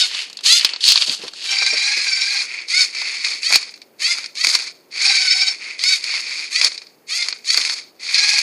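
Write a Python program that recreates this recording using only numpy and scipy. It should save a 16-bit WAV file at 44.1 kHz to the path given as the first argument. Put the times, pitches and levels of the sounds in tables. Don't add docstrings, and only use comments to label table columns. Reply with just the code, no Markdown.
import sys
import numpy as np
from scipy import signal
from scipy.fft import rfft, irfft, next_fast_len
from scipy.io import wavfile
from scipy.ndimage import uniform_filter1d

SR = 44100
rng = np.random.default_rng(int(sys.argv[2]) if len(sys.argv) > 2 else 0)


def inscribe(sig):
    pcm = np.round(np.clip(np.atleast_2d(sig).T, -1, 1) * 32767)
    wavfile.write(sys.argv[1], SR, pcm.astype(np.int16))


def to_linear_factor(level_db):
    exponent = np.asarray(level_db, float) / 20
    return 10 ** exponent


N = 371310
T = np.arange(N) / SR

# frequency in Hz, level in dB per Hz.
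INSIDE_TONE = [(100, -43), (400, -27.5), (1350, -15.5), (2000, -17.5), (2600, -10), (3600, -5), (4450, -2),
               (5200, -6), (5800, -14), (6500, -12), (7200, -16.5), (11200, -28), (15000, -50)]
# frequency in Hz, level in dB per Hz.
OUTSIDE_TONE = [(150, -44), (700, -31.5), (1700, -20), (2150, -3.5), (2420, -1.5), (2870, -17), (3900, -6),
                (4450, -0.5), (5250, -4), (5900, -15), (6500, -9.5), (7300, -19), (10300, -25.5),
                (15000, -48.5)]
# frequency in Hz, level in dB per Hz.
HISS_TONE = [(40, -11.5), (150, -5), (400, 3), (700, -4), (1200, -11), (3000, -17.5), (4400, -26),
             (6000, -28), (14500, -18.5)]
BAND_EDGES_HZ = (1700, 3000, 5800)

ARM_OVERTONES_DB = [-6, 0, 2, -4, 3, 0, 2, -7, -4, -11, -10, -14]
TABLE_OVERTONES_DB = [1, 4, -4, -4, 3, -1, 4, -6, -3, -7, -8, -12]

# start in seconds, stop in seconds, level early in dB,
# level late in dB, warmth in dB (how the parts face the camera).
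LIFTS = [
    (2.685, 2.825, -12, -13.5, 2.5),
    (5.785, 5.94, -16.5, -14, 0.5),
]
SWINGS = [
    (.435, .585, -6, -14, -6),
    (3.41, 3.5, -18, -21, -1),
    (3.99, 4.14, -18.5, -20.5, 0.5),
    (4.35, 4.44, -19.5, -25.5, -2),
    (6.5, 6.6, -17.5, -21, 0.5),
    (7.07, 7.23, -24, -22, -0.5),
    (7.44, 7.54, -23, -16, -5),
]
TWISTS = [
    (-.1, .045, 6.5, -19.5, -5.5),
    (1.5, 2.41, -20.5, -22, 1),
    (5.02, 5.49, -15, -20, -1),
    (8.14, 8.5, -16.5, -19, -1),
]
# slow creeps, take-ups just before the twists and a short rising move at 0.81 s.
CREEPS = [(.1, .22, -24.5, -27.5, -3.5), (.81, .885, -19.5, -8, -15.5), (1.325, 1.5, -39.5, -22, -9.5),
          (2.48, 2.62, -30.5, -37, 3.5), (2.93, 3.24, -25, -30.5, -2.5), (3.245, 3.39, -14, -35, -4),
          (4.915, 5.02, -30, -23, -4.5), (5.6, 5.74, -29.5, -38, 2.5), (6.02, 6.2, -25, -25.5, -3.5),
          (6.23, 6.46, -25, -31, -3.5), (8.0, 8.14, -30, -23, -5.5)]
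TUMBLES = [(.3, .43, -50, -51, 5.5), (.6, .76, -28, -39.5, 6), (.895, 1.035, -20, -22.5, -5),
           (1.065, 1.14, -16, -23.5, -8.5), (1.19, 1.29, -31.5, -39.5, 0), (3.5, 3.56, -20.5, -12, -0.5),
           (4.15, 4.3, -25, -46.5, 2.5), (4.44, 4.55, -13, -19.5, -5.5), (4.57, 4.67, -24.5, -27.5, -2),
           (6.6, 6.67, -22, -16.5, -2), (7.24, 7.4, -23, -46.5, 0), (7.55, 7.78, -21, -28, -4)]
# moves, start below full level in dB, attack in seconds,
# stop in dB per second, level under 1.7 kHz in dB, level at 1.7-3 kHz in dB, level over the top edge in dB.
JOBS = [
    (LIFTS, 20, 0.042, 355, -22.5, -7.5, -9),
    (SWINGS, 28, 0.018, 860, -21.5, -5, -7),
    (TWISTS, 6.5, 0.011, 216, -17.5, -3.5, -10),
    (CREEPS, 12.1, 0.032, 240, -16, 1.5, -10),
    (TUMBLES, 4.2, 0.045, 350, -15.5, -4, -9),
]

ARM_CLEAN = (.15, .7, .45)
# time in seconds, tooth rate in Hz.
TWIST_SPEED = [
    [(0, 750), (.06, 738)],
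    [(1.472, 782), (1.7, 785), (1.82, 800), (1.93, 835), (2.03, 830), (2.12, 772), (2.2, 772), (2.3, 815),
     (2.44, 820)],
    [(5.008, 790), (5.15, 778), (5.28, 742), (5.4, 762), (5.53, 762)],
    [(8.143, 830), (8.25, 825), (8.42, 830)],
]
RUNOUT = [.5, .45, 1, 1]

# time in seconds, peak in dB, body under 1.7 kHz in dB.
SNAPS = [(.299, -24.5, -14), (.3292, -24.5, -23), (.3706, -18, -40), (.408, -26, -13), (.9204, 0.5, -30.5),
         (1.335, -23.5, -9), (1.6635, -5, -16), (2.7053, -16, -25), (2.949, -16.5, -13), (3.5248, -2, -14),
         (3.5573, 4.5, -19.5), (3.776, -37, -10), (4.1839, -16, -8), (4.2597, -17.5, -33),
         (4.3534, -21.5, -24), (4.4461, -1, -18.5), (4.4692, -1.5, -20), (4.551, 0, -13.5),
         (5.8375, -4, -22.5), (6.0405, -12.5, -21), (6.6458, 2, -31), (7.285, -8, -16),
         (7.5438, -4.5, -14.5), (7.65, -8, -21)]
CLACKS = [(.5949, -6, -37), (.6471, 4.5, -24.5), (.807, -14.5, -40), (.8395, -1.5, -43),
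          (1.2804, -15.5, -15), (2.6838, -17, -41), (3.017, -13, -9.5), (3.2465, -6, -32),
          (3.506, -12, -10), (3.7397, -24, -32), (3.8171, -26, -25), (4.2418, -16.5, -17),
          (4.4101, -8, -49), (4.59, -19, -10), (4.8005, -49.5, -12), (5.7923, -14, -32),
          (6.1392, -13, -10.5), (6.56, -6.5, -31), (6.6134, -0.5, -19.5), (6.7774, -16, -34),
          (6.8177, -26.5, -14), (6.8682, -32, -20), (7.2248, -9.5, -37), (7.445, -24, -30),
          (7.5033, -4.5, -27), (7.5735, 0, -16.5), (7.996, -36, -33), (8.1437, -1.5, -43)]
TAPS = [(.1133, -17, -14), (.147, -11, -15.5), (.3894, -21.5, -17.5), (.61, -7, -27), (.691, -12.5, -38),
        (.7355, -10.5, -15.5), (.761, -14.5, -15.5), (.9572, 1, -18), (.9756, -0.5, -29),
        (1.0208, -2.5, -25), (1.075, -13, -37), (1.0952, -4, -51), (1.622, -14, -2.5), (3.4311, -12, -28),
        (3.692, -23, -19), (6.7186, -17.5, -15), (7.326, -11, -18.5), (7.6146, -5, -33), (7.6965, -7, -16)]
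# hits, snap in the top band in dB, time in seconds for the ring to fall 60 dB.
HITS = [
    (SNAPS, -9, 0.05),
    (CLACKS, -15.5, 0.067),
    (TAPS, -29, 0.051),
]
# time in seconds, peak in dB, centre in Hz.
KNOCKS = [(1.078, -29.5, 284), (1.191, -37, 378), (1.233, -27.5, 470), (1.612, -34, 570), (1.727, -27, 520),
          (1.969, -37, 412), (3.549, -40.5, 530), (4.461, -34, 430), (4.55, -66, 375), (6.637, -36, 473),
          (7.57, -38.5, 530)]

TEETH = 40
PULL_BACK_S = 1.5
RING_HZ, RING_WIDTH_HZ, RING_DB = 4460, 150, 0
SWITCH_DB_PER_S, COAST_DB, COAST_DB_PER_S, STILL_DB = 1805, -11, 134, -73.5
WARMTH_IN_BODY = .7
RATTLE_DB, RATTLE_PER_S = 3.0, 70
LIFT_SPIN, SWING_SPIN = (770, .04), (748, .066)
SPIN_SHORT_HZ, BRAKE_HZ, BRAKE_S, OVERRUN_S = 265, 40, .04, .02
ARM_CLEAN_S = .05
LOADED_HZ, LOADED_CLEAN, CLEAN_LOST_PER_HZ = 750, .7, .0046


def contour(table, hz):
    points_hz, db = np.transpose(table)
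    return to_linear_factor(np.interp(np.log(np.maximum(hz, 1.)), np.log(points_hz), db))


def colour(x, table):
    cepstrum = irfft(np.log(contour(table, np.fft.rfftfreq(2048, 1 / SR))))
    cepstrum[1:1024] *= 2
    cepstrum[1025:] = 0
    response = irfft(np.exp(rfft(cepstrum)))[:1024]
    return signal.oaconvolve(x, response)[:N]


def heard(x):
    out = np.clip((T - PULL_BACK_S) / 0.1, 0, 1)
    ring = signal.lfilter(*signal.iirpeak(RING_HZ, RING_HZ / RING_WIDTH_HZ, fs=SR), x)
    x = x + to_linear_factor(RING_DB) * ring
    near = colour(x, INSIDE_TONE)
    far = colour(x, OUTSIDE_TONE)
    return (1 - out) * near / near.std() + out * far / far.std()


def split(x):
    size = next_fast_len(N)
    spectrum, hz = rfft(x, size), np.fft.rfftfreq(size, 1 / SR)
    lows = [1 / (1 + (hz / edge) ** 16) for edge in BAND_EDGES_HZ]
    shares = np.diff([0 * hz, *lows, 0 * hz + 1], axis=0)
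    return [irfft(spectrum * share, size)[:N] for share in shares]


def walk(rate):
    k = int(SR / rate)
    steps = np.repeat(rng.standard_normal(N // k + 1), k)
    return 1.21 * uniform_filter1d(uniform_filter1d(steps, k), k)[:N]


def motor_speeds():
    for curve, runout in zip(TWIST_SPEED, RUNOUT):
        t = T[int(curve[0][0] * SR):int(curve[-1][0] * SR)]
        hz = np.interp(t, *np.transpose(curve))
        yield t, hz, LOADED_CLEAN - CLEAN_LOST_PER_HZ * (hz - LOADED_HZ), runout
    for moves, (full_hz, spin_s) in ((LIFTS, LIFT_SPIN), (SWINGS, SWING_SPIN)):
        for on, off, *_ in moves:
            t = T[int(on * SR):int((off + OVERRUN_S) * SR)]
            spin_up = SPIN_SHORT_HZ * np.exp((on - t) / spin_s)
            brake = BRAKE_HZ * np.clip((t - off) / BRAKE_S + .5, 0, 1)
            clean = np.interp(t, (on, on + ARM_CLEAN_S, off + OVERRUN_S), ARM_CLEAN)
            yield t, full_hz - spin_up - brake, clean, 0


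def whine(wobble=.016, jitter=.005, flicker_db=3.0, fade_s=.012):
    out, clean, swing, drift = np.zeros(N), np.zeros(N), np.zeros(N), walk(260)
    flicker = [.9 * walk(130) + .55 * walk(25) for _ in ARM_OVERTONES_DB]
    for t, tooth_hz, share, runout in motor_speeds():
        table = runout > 0
        start = round(t[0] * SR)
        at = slice(start, start + len(t))
        edge = np.clip(np.minimum(t - t[0], t[-1] - t) / fade_s, 0, 1)
        clean[at] = edge * share * (.66 if table else .9)
        turns = np.cumsum(tooth_hz) / SR / TEETH
        swing[at] = runout * edge * np.sin(2 * np.pi * turns + 1.27)
        uneven = 1 + wobble * swing[at] + jitter * (1.27 + 2 * table) * drift[at]
        phase = 2 * np.pi * np.cumsum(tooth_hz * uneven) / SR
        strength = 2 * np.sqrt(tooth_hz / SR)
        depth_db = (1.18 + .5 * table) * flicker_db
        for k, db in enumerate(TABLE_OVERTONES_DB if table else ARM_OVERTONES_DB, 1):
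            level = to_linear_factor(db + depth_db * flicker[k - 1][at])
            out[at] += strength * level * np.sin(k * phase + k * k)
    return out, clean, swing


def effort():
    power = np.full((4, N), to_linear_factor(2 * STILL_DB))
    rattle_db = RATTLE_DB * np.minimum(walk(RATTLE_PER_S), .7)
    for moves, start_db, attack_s, stop_db, body_db, low_db, snap_db in JOBS:
        for on, off, early_db, late_db, warm_db in moves:
            at = slice(max(int((on - .05) * SR), 0), int((off + .5) * SR))
            since, after = T[at] - on, np.maximum(T[at] - off, 0)
            db = np.interp(T[at], (on, off), (early_db, late_db))
            db -= start_db * np.exp(-np.maximum(since, 0) / attack_s)
            db += SWITCH_DB_PER_S * np.minimum(since, 0)
            db -= np.minimum(stop_db * after, COAST_DB_PER_S * after - COAST_DB)
            if moves == TUMBLES:
                db += rattle_db[at]
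            tint_db = np.array([body_db + WARMTH_IN_BODY * warm_db, low_db + warm_db, 0, snap_db])
            power[:, at] += to_linear_factor(2 * tint_db)[:, None] * to_linear_factor(2 * db)
    return np.sqrt(power)


def gears(tick_db=1.5, flutter_db=1.5, throb_db=.6, swing_db=2.5):
    tone, clean, swing = whine()
    ticks = (rng.random(N) < .25) * rng.standard_normal(N) * to_linear_factor(tick_db * rng.exponential(size=N))
    force = np.sqrt(clean) * tone + np.sqrt(1 - clean) * ticks / ticks.std()
    throb = to_linear_factor(throb_db * walk(45) + swing_db * swing)
    out = 0
    for band, gain in zip(split(heard(force)), effort()):
        even = band / np.sqrt(uniform_filter1d(band ** 2, SR // 8))
        out = out + even * gain * throb * to_linear_factor(flutter_db * walk(130))
    return out


def clacks(tail_db=-7.0, crack_s=.002):
    out, t = np.zeros(N + 8192), T[:8192]
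    low, middle, upper, top = split(heard(rng.standard_normal(N)))
    body, core, snap = (b / np.sqrt(uniform_filter1d(b ** 2, 160)) for b in (low, middle + upper, top))
    for hits, snap_db, t60 in HITS:
        ring = to_linear_factor(tail_db) * to_linear_factor(-60 * t / np.clip(t60, .01, .2))
        shape = (1 - np.exp(-t / .0004)) * (np.exp(-t / crack_s) + ring)
        for s, db, body_db in hits:
            i = int(s * SR)
            at = (i + np.arange(len(t))) % N
            noise = core[at] + to_linear_factor(body_db) * body[at] + to_linear_factor(snap_db) * snap[at]
            out[i:i + len(t)] += to_linear_factor(min(db, 6) - 5.0) * shape * noise
    return out[:N]


def knocks(t60=0.13):
    out, t = np.zeros(N), T[:8192]
    noise = rng.standard_normal((len(KNOCKS), 8192))
    for (s, db, hz), n in zip(KNOCKS, noise):
        thud = signal.lfilter(*signal.butter(1, [0.69 * hz, 1.18 * hz], "band", fs=SR), n)
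        shape = to_linear_factor(db - 60 * t / t60) * (1 - np.exp(-t / 0.0044))
        out[int(s * SR):][:len(t)] += shape * thud / thud.std()
    return out


def room_tail(robot):
    t = T[:SR // 3]
    tail = rng.standard_normal(len(t)) * to_linear_factor(-60 * t / 0.26) * (t > .004)
    return signal.oaconvolve(robot, tail / np.sqrt(np.sum(tail ** 2)))[:N]


def microphone_hiss():
    hiss = colour(rng.standard_normal(N), HISS_TONE)
    return to_linear_factor(-55) * hiss / hiss.std()


def scene():
    robot = gears() + clacks() + knocks()
    mono = robot + to_linear_factor(-23.0) * room_tail(robot) + microphone_hiss()
    return np.array([mono, mono])


def drop_faint_bands(x, bass_db=-42.0, treble_db=-43.0, top_hz=15500):
    hz, _, spec = signal.stft(x, SR, nperseg=1024)
    power = uniform_filter1d(abs(spec) ** 2, size=3, axis=1)
    band = np.where(hz < 1500, hz // 86, 100 + hz // 260)
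    keep = np.empty(spec.shape, bool)
    for b in np.unique(band):
        margin = to_linear_factor(bass_db if b < 100 else treble_db) ** 2
        keep[band == b] = 2 * power[band == b].mean(axis=0) > margin * power.sum(axis=0)
    return signal.istft(spec * keep * (hz < top_hz)[:, None], SR, nperseg=1024)[1][:N]


def top_cut(x):
    return signal.sosfilt(signal.butter(12, 15610, fs=SR, output="sos"), x)


def record(dry):
    flattened = np.clip(dry[0], -1, 1)
    no_bass = signal.lfilter(*signal.butter(2, 150, "high", fs=SR), flattened)
    mono = drop_faint_bands(no_bass)
    return top_cut(np.clip([mono, mono], -1, 1))


dry = scene()
out = record(dry)
inscribe(out)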